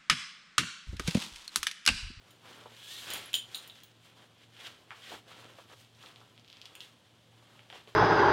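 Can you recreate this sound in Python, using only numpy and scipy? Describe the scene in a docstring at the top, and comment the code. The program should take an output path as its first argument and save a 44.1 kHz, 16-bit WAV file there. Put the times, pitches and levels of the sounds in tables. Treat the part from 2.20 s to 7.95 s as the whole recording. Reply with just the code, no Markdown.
"""A leather belt is threaded through a pair of jeans and buckled, in a small, quietly humming workshop.
First hands brush the cloth, then the strap swishes and zips over the ribbed denim. Around one second
in, the dangling buckle clinks against its prong. More pulls follow, with soft pats and snaps of
leather. Around four seconds the belt is pulled tight: it sticks and slips in a run of creaks, and
the buckle clinks again. A few last pats, brushes and creaks end the scene."""
import sys
import numpy as np
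from scipy import signal
from scipy.fft import rfft, irfft
from scipy.io import wavfile

SR = 44100
rng = np.random.default_rng(int(sys.argv[2]) if len(sys.argv) > 2 else 0)


def master(y):
    """Save y as 16-bit WAV."""
    cut = np.clip(np.atleast_2d(y).T, -1, 1)
    pcm = np.round(cut * 32767)  # scale
    wavfile.write(sys.argv[1], SR, pcm.astype(np.int16))


N = 253575
TIME = np.arange(N) / SR


def from_db(db):
    """Turn decibels into a number to multiply a sound by."""
    return 10 ** (np.asarray(db) / 20)


def rms_one(x):
    """Scale a signal so that its average size (rms) is 1."""
    return x / np.sqrt(np.mean(x ** 2) + 1e-20)


def at_hz(points, hz):
    """Read between the rows of a (pitch, value) table, with octaves evenly spaced."""
    known_hz, values = np.transpose(points)
    return np.interp(np.log(hz + 1e-9), np.log(known_hz), values)


def coloured(x, spectrum):
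    """Shape the lows and highs of a signal by a (pitch, level) table; the result has rms 1."""
    gain = from_db(at_hz(spectrum, np.fft.rfftfreq(N, 1 / SR)))
    return rms_one(irfft(rfft(x) * gain, N))


def band(x, low_hz, high_hz, order=2):
    """Keep the part of a sound that lies between two pitches."""
    edges_hz = [low_hz, min(high_hz, SR * 4 / 9)]
    return signal.sosfilt(signal.butter(order, edges_hz, "band", fs=SR, output="sos"), x)


def drift(per_s):
    """A random wobble of rms 1 that heads for a new value per_s times a second."""
    return rms_one(np.interp(TIME * per_s, np.arange(N), rng.standard_normal(N)))


def add(track, start_s, sound):
    """Mix a sound into a track at the given time."""
    at = int(round(start_s * SR))
    track[at:at + len(sound)] += sound[:N - at]


def quiet_room(air_db, waver_db):
    """Something electrical hums, wavering a little, over the steady noise of the air."""
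    # Tone colour of the air noise: pitch_hz, level_db
    air_spectrum = [(20, -19), (45, -14), (70, -0.5), (100, 10), (160, 6), (300, 4), (600, -0.5),
                    (1200, -8.5), (2400, -8.5), (3300, -6.5), (5000, -13), (10000, -22), (16000, -33)]
    # Tones of the electrical hum: pitch_hz, level_db
    hum_tones = [(115.2, -69.5), (161, -81.5), (231.5, -80)]
    swell_db = waver_db * drift(10)
    sway = .3 * drift(3)
    hum = sum(from_db(db + swell_db) * np.sqrt(2) * np.sin(2 * np.pi * hz * TIME + sway)
              for hz, db in hum_tones)
    return hum + from_db(air_db) * coloured(rng.standard_normal(N), air_spectrum)


def workshop_echo(x, gap_s, early_db, early_fade_s):
    """The nearby bench and walls throw back many quick echoes; high pitches die away first."""
    # Time the room's echo takes to fall by 60 dB: pitch_hz, fade_s
    fade_times = [(100, 1), (1000, 0.31), (3500, 0.25), (8000, 0.22), (16000, 0.16)]
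    centres_hz, fades_s = np.transpose(fade_times)
    t = TIME[:SR // 2]
    scatter = rfft(rng.standard_normal(len(t)))
    hz = np.fft.rfftfreq(len(t), 1 / SR)
    early = from_db(early_db - 60 * t / early_fade_s)
    echo = np.zeros(len(t))
    for share, fade_s in zip(np.eye(len(fades_s)), fades_s):
        weight = at_hz(np.c_[centres_hz, share], hz)   # picks out one range of pitches
        echo += irfft(scatter * weight, len(t)) * (from_db(-60 * t / fade_s) + early)
    echo *= np.clip(t / gap_s - 1, 0, 1)   # silent until the first echo is back
    return signal.fftconvolve(x, echo / np.sqrt(np.sum(echo ** 2)))[:N]


def pats(spread):
    """A soft pat crushes the cloth and makes a dull puff that dies quickly."""
    # Hand and strap landing on the body: start_s, level_db, pitch_hz, fade_s (to fall by 60 dB)
    touches = [(.457, -48.5, 580, .08), (.515, -57, 450, .05), (.935, -49, 150, .15), (1.141, -56, 330, .2),
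               (2.712, -48, 1300, .14), (2.915, -43, 580, .08), (2.926, -51, 250, .13),
               (3.251, -53, 500, .05), (3.385, -50.5, 750, .09), (5.501, -52, 800, .05),
               (5.526, -47, 700, .06), (5.545, -50, 700, .08), (5.673, -55, 550, .08)]
    out, t = np.zeros(N), TIME[:SR // 2]
    fade_in = 1 - np.exp(-t / 0.001)
    for start_s, level_db, hz, fade_s in touches:
        puff = rms_one(band(rng.standard_normal(len(t)), hz / spread, hz * spread))
        add(out, start_s, from_db(level_db - 60 * t / fade_s) * puff * fade_in)
    return out


def stroke(peak_s, rise_s, fall_s, edge_db=12):
    """Loudness of one movement that speeds up and slows down; edge_db lower at both ends."""
    before = (np.maximum(peak_s - TIME, 0) / rise_s) ** 1.56   # a power of 2 would give a bell shape
    after = (np.maximum(TIME - peak_s, 0) / fall_s) ** 1.31
    return from_db(-np.minimum(edge_db * (before + after), 120))


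def friction_levels():
    """Levels of cloth, strap and weave in dB over time: every pull or brush stirs all three."""
    # The strap is pulled over the denim: peak_s, rise_s, fall_s, swish_db, hiss_db
    pulls = [(.57, .1, .1, -59.5, -68), (.77, 0.19, 0.28, -53.5, -48.5), (.93, 0.098, 0.17, -42.5, -53),
             (1.35, 0.078, 0.17, -53.5, -57.5), (1.56, .015, 0.13, -58, -66.5),
             (1.87, 0.068, .06, -61, -67.5), (2.23, 0.06, 0.034, -61.5, -75),
             (2.465, 0.098, 0.066, -47, -58.5), (2.91, 0.13, 0.039, -48, -58),
             (2.99, 0.077, .012, -56.5, -60), (3.125, 0.029, 0.084, -54.5, -76),
             (3.605, 0.082, 0.077, -64.5, -62), (3.85, 0.091, .08, -61.5, -66), (4.35, .06, 0.24, -62, -86),
             (4.63, 0.041, 0.08, -58.5, -60.5), (5.555, 0.047, 0.067, -50.5, -74)]
    # Hands brush shirt and jeans: peak_s, rise_s, fall_s, rustle_db
    brushes = [(.09, .1, 0.11, -64), (.285, 0.066, 0.12, -55.5), (.39, 0.12, 0.18, -57.5),
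               (.95, 0.11, 0.088, -50.5), (1.43, 0.36, 0.13, -62.5), (2.0, 0.064, 0.095, -61.5),
               (2.57, 0.071, 0.17, -65), (2.8, 0.14, .1, -65), (2.925, 0.016, 0.052, -48),
               (3.1, 0.04, .05, -58.5), (3.2, 0.096, 0.14, -57.5), (3.3, 0.027, 0.028, -59.5),
               (3.41, 0.11, 0.056, -60), (3.535, 0.055, 0.01, -56.5), (3.84, 0.052, 0.18, -60),
               (4.02, .04, 0.22, -68), (4.52, 0.17, 0.24, -64.5), (4.9, 0.11, 0.17, -75),
               (5.38, 0.27, 0.16, -65), (5.57, 0.066, 0.087, -61), (5.69, .02, 0.054, -59)]
    # each list of three levels runs: cloth rustle, strap swish, weave hiss
    movements = [(timing, [db - 11.5, db, hiss_db]) for *timing, db, hiss_db in pulls]
    movements += [(timing, [db, db - 1, db - 6]) for *timing, db in brushes]
    power = from_db([[-74], [-74.5], [-75]]) ** 2   # the clothes are never quite still
    for timing, levels_db in movements:
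        power = power + np.outer(from_db(levels_db), stroke(*timing)) ** 2
    return 10 * np.log10(power)


def friction(spectrum, grain_db, grains_per_s, flutter_db):
    """Fibres catch and let go in tiny bursts, while the pressure of the hand flutters."""
    noise = rng.standard_normal(N)
    bursts_db = grain_db * np.minimum(drift(grains_per_s), 3)
    pressure_db = flutter_db * drift(70)
    return coloured(noise * from_db(bursts_db + pressure_db), spectrum)


def rubbing(crackle_db):
    """Loose cloth rustles low, the strap swishes through the loops and the weave hisses high."""
    # Tone colours of these three kinds of rubbing: pitch_hz, level_db
    cloth_tone = [(40, -19), (90, -7), (200, -2.5), (350, 1.5), (600, 2), (1100, 1.5), (1700, -3.5),
                  (3000, -22), (8000, -61)]
    strap_tone = [(300, -22), (900, -12.5), (1400, -2.5), (1900, -1.5), (2500, -1.5), (3300, -2.5),
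                  (4100, -5.5), (5000, -10), (7000, -16), (16000, -32)]
    weave_tone = [(2000, -7.5), (4000, 4), (5500, -1), (7500, -0.5), (10000, -5), (13000, -8),
                  (16000, -11.5)]
    cloth_db, strap_db, weave_db = friction_levels()
    cloth = from_db(cloth_db + 0.02) * friction(cloth_tone, 2.5, grains_per_s=600, flutter_db=1.03)
    strap = from_db(strap_db - 2.5) * friction(strap_tone, 1.0, grains_per_s=1300, flutter_db=1.5)
    weave = from_db(weave_db - 1.6) * friction(weave_tone, 1.5, grains_per_s=4500, flutter_db=1.36)
    slips = (rng.random(N) < 90 / SR) * rng.standard_normal(N)   # about 90 a second
    # single slips stand out only while the strap creeps; at speed the swish covers them
    slip_db = np.minimum(strap_db, -59) + crackle_db
    crackle = from_db(slip_db) * rms_one(band(slips + 1e-18, 1440, 5900))
    return cloth + strap + weave + crackle


def zipping(jitter, octave_db, smear):
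    """Denim ribs pass unevenly under the strap: a hissy tone, with a rougher one an octave up."""
    # The strap at full speed over the ribs: time_s, ribs_per_s, level_db
    slide = [(.58, 1650, -73), (.67, 1650, -63.5), (0.721, 1840, -59), (.775, 1890, -58), (0.82, 1700, -67),
             (.9, 1700, -70)]
    time_s, ribs_per_s, level_db = np.transpose(slide)
    pitch_hz = np.interp(TIME, time_s, ribs_per_s) * (1 + jitter * drift(1500))
    phase = 2 * np.pi * np.cumsum(pitch_hz) / SR
    loudness = np.interp(TIME, time_s, from_db(level_db), left=0, right=0)
    flicker = 1 + 0.16 * drift(280)
    octave = from_db(octave_db) * np.sin(2 * phase + smear * drift(1400))
    return loudness * flicker * (np.sin(phase) + octave)


def small_creaks(count, from_s, to_s):
    """Faint creaks come unevenly as the belt tightens; gives rows of start_s, level_db, pitch_hz."""
    time_luck, level_luck, pitch_luck = rng.standard_normal((count, 3)).T
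    start_s = np.linspace(from_s, to_s, count) + time_luck * (to_s - from_s) / count / 2
    level_db = -47 + 2.0 * level_luck
    pitch_hz = 3700 * 2 ** (.2 * np.clip(pitch_luck, -2, 2))
    return list(zip(start_s, level_db, pitch_hz))


def creaks(spread, gain_db, edge_db):
    """Leather sticks, then slips in one very short jolt with a faint bright edge."""
    # Loud creaks and snaps over loops and buckle: start_s, level_db (before gain_db), pitch_hz
    loud_creaks = [(.4578, -39, 850), (2.4696, -33, 2980), (2.7068, -29, 1600), (3.2543, -42.5, 2300),
                   (3.828, -39, 3580), (3.837, -40.5, 1190), (3.8608, -35.5, 3200), (3.96, -38, 3034),
                   (4.0147, -45, 1010), (4.1778, -41, 2800), (4.2467, -44.5, 3200), (4.2786, -43, 3580),
                   (4.284, -43, 3800), (4.301, -37.5, 3470), (4.3283, -35, 3440), (4.3699, -40, 3870),
                   (4.4158, -31.5, 3670), (4.4559, -31.5, 3800), (4.6062, -34, 3600), (5.393, -39.5, 2030),
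                   (5.5011, -34, 2400), (5.527, -35.5, 2520), (5.675, -41, 2700)]
    out, jolt = np.zeros(N), signal.unit_impulse(SR // 50)
    for start_s, level_db, hz in loud_creaks + small_creaks(count=16, from_s=3.66, to_s=4.68):
        body = band(jolt, hz / spread, hz * spread, order=3)
        snap = body + from_db(edge_db) * band(jolt, hz * 2, hz * 4)
        add(out, start_s, from_db(level_db + gain_db) * snap / np.abs(snap).max())
    return out


def buckle(boost_octaves, crack_db, crack_fade_s):
    """The prong hits the frame with a crack and both ring; leather and fingers can cut the ring short."""
    # Ringing tones of buckle and prong: pitch_hz, level_db, fade_s (to fall by 60 dB)
    metal_tones = [(2670, -9, 0.036), (2990, -4.5, 0.015), (3085, -3, 0.023), (3170, -3.5, 0.017),
                   (3510, -5.5, 0.033), (3900, -6.5, 0.036), (4120, -15, 0.096), (4800, -7.5, 0.023),
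                   (6530, -23, 0.091), (7006, -8.5, 0.088), (8925, -8.5, 0.059), (11440, -19.5, 0.042),
                   (11130, -13, 0.029), (12120, -29, 0.031), (11900, -30.5, 0.071), (13640, -16, 0.061),
                   (15550, -22.5, .06)]
    # Hits of the prong; the spot that is struck boosts the tones near one pitch:
    # start_s, level_db, brightness_db_per_octave, boost_hz, boost_db, ring_scale (multiplies fade_s)
    hits = [(0.107, -54, 6, 11960, 1, 1.1), (0.903, -32, 3, 13120, 9, 0.44),
            (0.9356, -29.5, 8, 11100, 5.5, 0.46), (0.969, -45, 12, 8925, 1, 1.1),
            (1.058, -57, 8, 10890, 21.5, 1.1), (1.1313, -36, 5.5, 2603, 20, .5),
            (1.1408, -24.5, -1, 3007, 10.5, 0.48), (1.152, -28.5, 9.5, 7200, 6.5, 0.48),
            (1.3461, -35.5, 0.5, 4020, 13, 0.61), (1.3542, -42, 11.5, 8800, 6.5, 1.3),
            (1.4759, -45, 7, 12800, 11, 0.33), (1.498, -57.5, -8.5, 3740, 16, 0.55),
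            (1.6347, -46, 4.5, 15400, 18, .25), (4.458, -48.5, -7, 14000, 8, .1),
            (4.5527, -42, 3.5, 2720, 17, 0.24), (4.6054, -46.5, -2.5, 3570, 17, 0.18)]
    out, t = np.zeros(N), TIME[:SR // 3]
    hz, tone_db, fade_s = np.transpose(metal_tones)
    fade_in = 1 - np.exp(-t / 0.00016)
    for start_s, level_db, brightness, boost_hz, boost_db, ring_scale in hits:
        fades = from_db(-60 * t / (ring_scale * fade_s[:, None]))
        rings = np.sin(2 * np.pi * hz[:, None] * t) * fades
        nearness = np.exp(-.5 * (np.log2(hz / boost_hz) / boost_octaves) ** 2)
        strength_db = tone_db + brightness * np.log2(hz / 7000) + boost_db * nearness
        strength = from_db(strength_db + rng.normal(0, 1, len(hz)))
        crack = band(rng.standard_normal(len(t)) * from_db(-60 * t / crack_fade_s), 1900, 12000)
        signs = rng.choice([-1, 1], len(hz))
        clink = (strength * signs) @ rings + from_db(crack_db) * crack
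        add(out, start_s, from_db(level_db) * clink * fade_in)
    return out


def scene():
    """Belt, buckle and hands about a metre away, each with its share of echo, over the room's hum."""
    rub = rubbing(crackle_db=-12) + zipping(jitter=0.02, octave_db=9.5, smear=1.2)
    metal = buckle(boost_octaves=0.074, crack_db=-4.5, crack_fade_s=0.019)
    leather = creaks(spread=1.494, gain_db=-2.5, edge_db=-23)
    hands = from_db(3.5) * pats(spread=1.57)
    to_walls = from_db(-13.0) * (rub + hands) + from_db(-1.0) * metal + from_db(-4.0) * leather
    echo = workshop_echo(to_walls, gap_s=0.0017, early_db=1.0, early_fade_s=0.026)
    background = quiet_room(air_db=-66.5, waver_db=3.0)
    return (rub + metal + leather + hands + echo + background)[None]


def record(dry):
    """The microphone's small opening lifts the pitches near peak_hz; the very highest are cut off."""
    peak_hz, cutoff_hz = 3200, 15900
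    b, a = signal.iirpeak(peak_hz, 4.5, fs=SR)
    lifted = dry + from_db(-1.0) * signal.lfilter(b, a, dry)
    return signal.sosfilt(signal.ellip(12, .1, 80, cutoff_hz, fs=SR, output="sos"), lifted)


dry = scene()
out = record(dry)
master(out)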